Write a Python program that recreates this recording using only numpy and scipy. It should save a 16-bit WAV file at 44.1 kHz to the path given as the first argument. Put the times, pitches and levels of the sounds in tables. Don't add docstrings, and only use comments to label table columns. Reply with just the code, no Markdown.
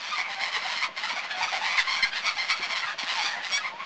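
import sys
import numpy as np
from scipy import signal
from scipy.fft import rfft, irfft, next_fast_len
from scipy.io import wavfile
from scipy.ndimage import uniform_filter1d

SR = 44100
rng = np.random.default_rng(int(sys.argv[2]) if len(sys.argv) > 2 else 0)


def digitize_waveform(pressure):
    field = np.atleast_2d(pressure).T
    bounded = np.clip(field, -1, 1)
    quanta = np.round(bounded * 32767).astype(np.int16)
    wavfile.write(sys.argv[1], SR, quanta)


def voltage_ratio(decibels):
    exponent = np.asarray(decibels, float) / 20
    return 10 ** exponent


N = 169785
RATTLE = .65


def evened(x):
    return x / np.sqrt(np.mean(x ** 2) + 1e-20)


def add(mix, s, sound):
    at = round(s * SR)
    part = mix[max(at, 0):][:len(sound) + min(at, 0)]
    part += sound[max(-at, 0):][:len(part)]


def colour(x, points):
    f, db = np.transpose(points)
    size = next_fast_len(len(x))
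    hz = np.fft.rfftfreq(size, 1 / SR)
    gain_db = np.interp(np.log(hz + 1), np.log(f), db, -90, -90)
    return irfft(rfft(x, size) * voltage_ratio(gain_db), size)[:len(x)]


def resonate(x, hz, width):
    turn = np.exp(2j * np.pi * np.cumsum(hz + 0 * x) / SR)
    r = np.exp(-np.pi * width / SR)
    return 2 * (turn * signal.lfilter([1 - r], [1, -r], x / turn)).real


def drift(count, span_s):
    wide = max(int(span_s * SR), 2)
    return evened(uniform_filter1d(uniform_filter1d(rng.standard_normal(count), wide), wide))


def windpipe(drive, hz, levels_db, narrow=1):
    rings = []
    for k in range(len(levels_db)):
        width_hz = narrow * (235 + 64.6 * k)
        once = resonate(drive, hz * (k + 1), width_hz)
        rings.append(evened(resonate(once, hz * (k + 1), width_hz)))
    return evened(voltage_ratio(np.array(levels_db)) @ rings)


def syllable(rasp, neck, centre, length, effort_db, bright_db, pipe_hz, mate):
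    pipe_db = [-7, 3.5, -5, -4.5, -10]
    # frequency in Hz, level in dB per Hz.
    rasp_colour = [(450, -44), (680, -14), (2000, -3), (4500, -7), (7200, -19.5), (8800, -36)]
    half = min(1.2 * length, .16)
    t = np.arange(-half, half, 1 / SR)
    at = (np.arange(len(t)) + round((centre - half) * SR)) % N
    drive, other = rasp[at], rasp[at - SR]
    order = np.arange(len(pipe_db))
    voice = windpipe(drive, pipe_hz * neck[at], pipe_db + bright_db * (order > 1))
    mate_hz = (730 + mate ** 2 * (1300 - 730)) * neck[at - SR]
    voice = voice + voltage_ratio(-9) * windpipe(other, mate_hz, -4.5 * order)
    voice = voice + voltage_ratio(-3 + 0.57 * bright_db) * evened(colour(drive - other, rasp_colour))
    swell_db = -5.23 * abs(2 * t / length) ** 2.4
    return centre + t[0], voltage_ratio(-1.5 + effort_db + swell_db) * evened(voice)


def grunt(rasp, start, peak_db, pipe_hz, length):
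    t = np.arange(0, .13, 1 / SR)
    drive = rasp[(np.arange(len(t)) + round(start * SR) + SR // 2) % N]
    sinking_hz = pipe_hz * (1 - 0.26 * (t - length / 2))
    voice = windpipe(drive, sinking_hz, -5 * np.arange(3), 0.61)
    fade_db = -4.84 * (t / length) ** 2
    return start - .008, voltage_ratio(-9 + peak_db + fade_db) * np.minimum(t / 0.011, 1) * voice


def gabble():
    # centre in seconds, length in seconds, effort in dB,
    # brightness in dB, windpipe pitch in Hz.
    harsh_rows = [(0.089, 0.16, -34, 9.5, 1124), (0.194, 0.05, -26, -7, 1092), (0.265, 0.048, -31, -47, 1100),
                  (0.327, 0.06, -32.5, 2, 978), (0.446, 0.082, -26, 0, 1055), (0.557, 0.058, -26.5, 1, 992),
                  (0.66, 0.075, -31, 2.5, 1050), (0.713, 0.04, -34.5, 14, 1080), (0.775, 0.1, -31.5, 7, 1006),
                  (0.844, 0.04, -25.5, -4.5, 1048), (0.986, 0.031, -29.5, 2, 1106),
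                  (1.054, 0.063, -29.5, 3, 1003), (1.113, 0.041, -30, 4.5, 1140), (1.18, 0.042, -29, -3.5, 1150),
                  (1.246, 0.036, -32, -7, 1058), (1.317, 0.029, -32, 4.5, 786), (1.39, 0.047, -31.5, 1, 1043),
                  (1.438, 0.033, -26.5, -2, 1166), (1.496, 0.13, -34.5, 4.2, 1160),
                  (1.551, 0.051, -28, -1, 1037), (1.65, 0.091, -31, 3.5, 974), (1.723, 0.11, -28, -5, 1100),
                  (1.8, 0.036, -20.5, 8, 936), (1.94, 0.13, -26.5, 0.7, 1040), (2.06, 0.06, -30, 0, 1075),
            (2.173, 0.062, -30, 5.5, 905), (2.279, 0.069, -26, -1, 1140), (2.42, 0.13, -32, 2, 1056),
            (2.508, 0.031, -22, 1, 1080), (2.574, 0.052, -34, 3.5, 1030), (2.642, 0.044, -29, 1.5, 1100),
            (2.716, 0.045, -28, 2, 1085), (2.781, 0.057, -28, 7, 1084), (2.84, 0.042, -30, -18, 995),
            (2.889, 0.077, -31.5, -3, 830), (2.997, 0.022, -30.5, 10, 1098), (3.03, 0.04, -31, 3, 1080),
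            (3.105, 0.063, -27, 10.5, 960), (3.173, 0.057, -32.5, 9, 1050), (3.249, 0.12, -26.5, 5.5, 1150),
            (3.348, 0.13, -33, -17, 916), (3.454, 0.041, -31, 5, 970), (3.539, 0.086, -30, 19, 1145),
            (3.663, 0.064, -34, -8.5, 1038), (3.816, 0.037, -38, -33, 1130)]
    # start in seconds, peak in dB, windpipe pitch in Hz,
    # length in seconds.
    low_grunts = [(0.117, -24.5, 1226, 0.034), (0.391, -30.5, 830, 0.054), (0.49, -28.5, 1040, 0.018),
                  (0.552, -23.5, 1139, 0.04), (0.646, -28, 725, 0.061), (0.693, -28.5, 963, 0.057),
                  (0.82, -26, 1036, 0.06), (1.04, -27.5, 1356, 0.073), (1.108, -23.5, 985, 0.034),
                  (1.166, -26.5, 740, 0.031), (1.41, -22, 863, 0.045), (1.523, -23.5, 739, 0.059),
                  (1.612, -22.5, 867, 0.058), (1.669, -27, 977, 0.038), (1.744, -29.5, 1120, 0.05),
                  (1.776, -30, 1610, 0.065), (1.872, -26, 1106, 0.06), (2.118, -27, 1590, 0.039),
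                  (2.273, -21.5, 1310, 0.044), (2.366, -28.5, 822, 0.039), (2.502, -22.5, 1307, 0.045),
                  (2.694, -29.5, 1084, 0.049), (2.756, -25, 1033, 0.038), (2.829, -25, 1360, 0.033),
                  (2.878, -28.5, 1182, 0.028), (2.988, -31.5, 953, 0.045), (3.096, -26.5, 1073, 0.05),
                  (3.164, -24, 872, 0.045), (3.248, -31.5, 802, 0.039), (3.516, -37, 723, 0.089),
                  (3.641, -26, 1095, 0.051), (3.796, -30, 1100, 0.069)]
    pulses_per_s, breath_share = 180, .38
    turns = np.cumsum(pulses_per_s * np.exp(.2 * drift(N, .004))) / SR
    sizes = voltage_ratio(2 * rng.standard_normal(N))[turns.astype(int)]
    pulses = sizes * np.diff(np.floor(turns), prepend=0)
    puffs = sizes * (.5 + np.exp(-(turns % 1) / .5)) * rng.standard_normal(N)
    rasp = (1 - breath_share) * evened(pulses) + breath_share * evened(puffs)
    neck = 1 + .035 * drift(N, 0.017)
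    rows, out = harsh_rows, np.zeros(N)
    for row, mate in zip(rows, rng.random(len(rows))):
        add(out, *syllable(rasp, neck, *row, mate))
    for row in low_grunts:
        add(out, *grunt(rasp, *row))
    return out


def call(start, length, level_db, pitch_hz, stack_db, rattle, slide=0):
    t = np.arange(-.03, .18, 1 / SR)
    along = np.clip(t / length, 0, 1.3)
    bend = .025 * (1 - rattle * rng.uniform(0, 5))
    wobble = .006 * (1 + 3 * rattle) * drift(len(t), 0.0086)
    hz = pitch_hz * (1 + (slide or bend) * (along - .5) + wobble)
    phase = 2 * np.pi * np.cumsum(hz) / SR
    voice = 0
    for k, db in enumerate(stack_db):
        flutter_db = 3.5 * np.tanh(drift(len(t), .005))
        voice = voice + voltage_ratio(db + flutter_db) * np.cos((k + 1) * phase)
    rattle_hz = 190 * (1 + .25 * drift(len(t), .005))
    beats = 1 + rattle * np.cos(2 * np.pi * np.cumsum(rattle_hz) / SR)
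    edge_s = .008
    shape = (np.tanh(2 * t / edge_s) - np.tanh(2 * (t - length) / edge_s)) / 2
    sag_db = -7 * rattle * along ** 2
    return start + t[0], np.sqrt(2) * voltage_ratio(level_db + 1 + sag_db) * shape * beats * voice


def honks():
    # start in seconds, length in seconds, level in dB, pitch in Hz, brightness in dB.
    honk_rows = [(0.48, 0.014, -41, 1002, 8), (0.761, 0.079, -40.5, 1032, 8), (1.99, 0.05, -36, 790, 0),
                 (2.04, 0.04, -33, 815, 0), (0.969, 0.02, -45, 958, 7), (1.3, 0.059, -39, 851, 8),
                 (1.64, 0.26, -37, 1015, 2), (1.78, 0.028, -20.5, 1011, -9), (1.87, 0.1, -32.5, 1060, 2),
                 (2.027, 0.021, -19.5, 1036, 5), (2.13, 0.012, -31, 807, 6), (2.161, 0.034, -36, 1024, 8),
                 (2.26, 0.044, -28, 1117, 3.5), (2.38, 0.053, -32.5, 1029, 6),
                 (2.496, 0.051, -30, 1139, 2.5), (2.63, 0.015, -30, 1156, -10), (2.7, 0.04, -36, 1085, 0),
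                 (2.76, 0.026, -33.5, 987, 7.5), (3.575, 0.025, -32, 833, 0),
                 (3.647, 0.028, -30, 1060, -12)]
    open_beak_db = [-15, -1.5, -14, -10, -18, -28, -36]
    # start in seconds, length in seconds, level in dB, pitch in Hz.
    pure_honk = (3.521, .06, -29, 1123)
    pure_stack_db = [-17, -1, -6, -9, -4, -18, -22]
    out = np.zeros(N)
    add(out, *call(*pure_honk, pure_stack_db, .05, .025))
    upper = np.arange(len(open_beak_db)) > 1
    for *row, bright_db in honk_rows:
        rattle = RATTLE * np.clip(1 - bright_db / 30, .5, 1)
        add(out, *call(*row, open_beak_db + min(bright_db, 8.) * upper, rattle))
    return out


def hoots():
    # start in seconds, length in seconds, level in dB, pitch in Hz.
    hoot_rows = [(0.03, 0.032, -49, 1001), (0.12, 0.039, -39, 1202), (0.18, 0.051, -53, 740),
                 (0.29, 0.048, -51.5, 790), (0.36, 0.07, -47.5, 775), (0.549, 0.022, -45, 1130),
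                 (0.64, 0.024, -45.5, 729), (0.681, 0.041, -50.5, 990), (0.82, 0.048, -47, 1263),
                 (1.03, 0.034, -45, 862), (1.11, 0.034, -48.5, 993), (1.34, 0.12, -47, 741),
                 (1.41, 0.041, -43, 950), (1.48, 0.016, -38, 1270), (1.53, 0.023, -43.5, 798.5),
                 (1.62, 0.047, -43, 888), (2.23, 0.089, -55.5, 700), (2.509, 0.025, -37, 1300),
                 (2.869, 0.037, -45, 1210), (3.27, 0.049, -45, 820), (3.36, 0.03, -49, 701),
                 (3.606, 0.021, -43.5, 1268), (3.665, 0.022, -46, 1240)]
    shut_beak_db = [6, -1.5, -3, -8, -17.5]
    # start in seconds, length in seconds, level in dB, first and last pitch in Hz.
    sliding = [
        (3.172, .055, -38, 895, 830),
        (3.718, .068, -48, 870, 975),
        (3.79, .055, -48, 1060, 1130),
        (2.628, .045, -51, 730, 700),
        (2.7, .05, -52, 650, 660),
    ]
    out = np.zeros(N)
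    for *row, first_hz, last_hz in sliding:
        slide = np.log(last_hz / first_hz)
        add(out, *call(*row, (first_hz + last_hz) / 2, [3, -14, -22], RATTLE / 3, slide))
    for row in hoot_rows:
        add(out, *call(*row, shut_beak_db, RATTLE / 3))
    return out


def steps():
    # time in seconds, level in dB, pitch of the board in Hz.
    footfalls = [(0.414, -54.5, 186), (1.126, -49.5, 226), (1.425, -54, 129), (2.347, -53.5, 150),
                 (2.845, -59, 131), (3.529, -55, 151), (0.563, -44, 453), (2.594, -42, 300),
                 (3.031, -50.5, 224), (3.238, -46, 360), (3.39, -49, 234)]
    out, t = np.zeros(N), np.arange(0, .2, 1 / SR)
    ring_s, boom_hz = 0.078, 104
    onset = np.sin(np.pi / 2 * np.minimum(t / 0.0088, 1)) ** 2
    for s, db, hz in footfalls:
        puff = resonate(rng.standard_normal(len(t)), hz, 0.57 * hz)
        puff = evened(resonate(puff, hz, 0.57 * hz))
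        boom = boom_hz / hz * np.sin(2 * np.pi * boom_hz * t)
        thud = np.sin(2 * np.pi * hz * t) + voltage_ratio(8) * puff + boom
        add(out, s, voltage_ratio(db - 60 * t / ring_s) * onset * thud)
    return out


def yard(x):
    t = np.arange(int(.4 * SR)) / SR
    signs = rng.choice([-1., 1.], len(t))
    taps = signs * (rng.random(len(t)) < .04) * (t > .004) * voltage_ratio(-60 * t / .12)
    return signal.fftconvolve(x, taps / np.linalg.norm(taps))[:N]


def park():
    # frequency in Hz, level in dB per Hz.
    hum_colour = [(25, -23.5), (60, -36), (195, -9.5), (270, -15), (480, -13.5), (700, -1)]
    # frequency in Hz, level in dB per Hz.
    far_colour = [(420, -41), (800, -9.5), (2500, -9.5), (4500, -18.5), (7000, -33), (9000, -63)]
    # centre in seconds, length in seconds, change in dB.
    lulls = [
        (.925, .08, -7),
        (2.11, .04, -4),
        (2.35, .03, -4),
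        (2.965, .04, -5),
        (3.49, .03, -4),
        (3.75, .1, -6),
    ]
    t = np.arange(N) / SR
    lull_db = sum(db * np.exp(-(2 * (t - s) / length) ** 4) for s, length, db in lulls)
    hum = evened(colour(rng.standard_normal(N), hum_colour))
    hum = hum * voltage_ratio(-53.5 + 2.6 * drift(N, 0.013))
    far = evened(colour(rng.standard_normal(N), far_colour))
    return hum + far * voltage_ratio(-40 + lull_db + 1.2 * drift(N, 0.13))


def scene():
    geese = gabble() + honks() + hoots()
    return (geese + voltage_ratio(-11) * yard(geese) + steps() + park())[None]


def low_pass(x):
    return signal.sosfilt(signal.butter(12, 9030, fs=SR, output="sos"), x)


def record(dry):
    power = abs(uniform_filter1d(dry ** 2, SR // 2, origin=SR // 6))
    power_db = 10 * np.log10(power + 1e-12)
    held = dry / voltage_ratio(0.16 * np.maximum(power_db + 27.5, 0))
    ceiling = .42
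    held = ceiling * np.tanh(held / ceiling)
    keep = np.exp(-1 / (.08 * SR))
    shifted = held - .0004 - 40 * signal.lfilter([1 - keep], [1, -keep], held ** 4)
    cut = signal.oaconvolve(shifted, signal.firwin(255, 8540, fs=SR)[None], "same")
    return low_pass(cut)


dry = scene()
out = record(dry)
digitize_waveform(out)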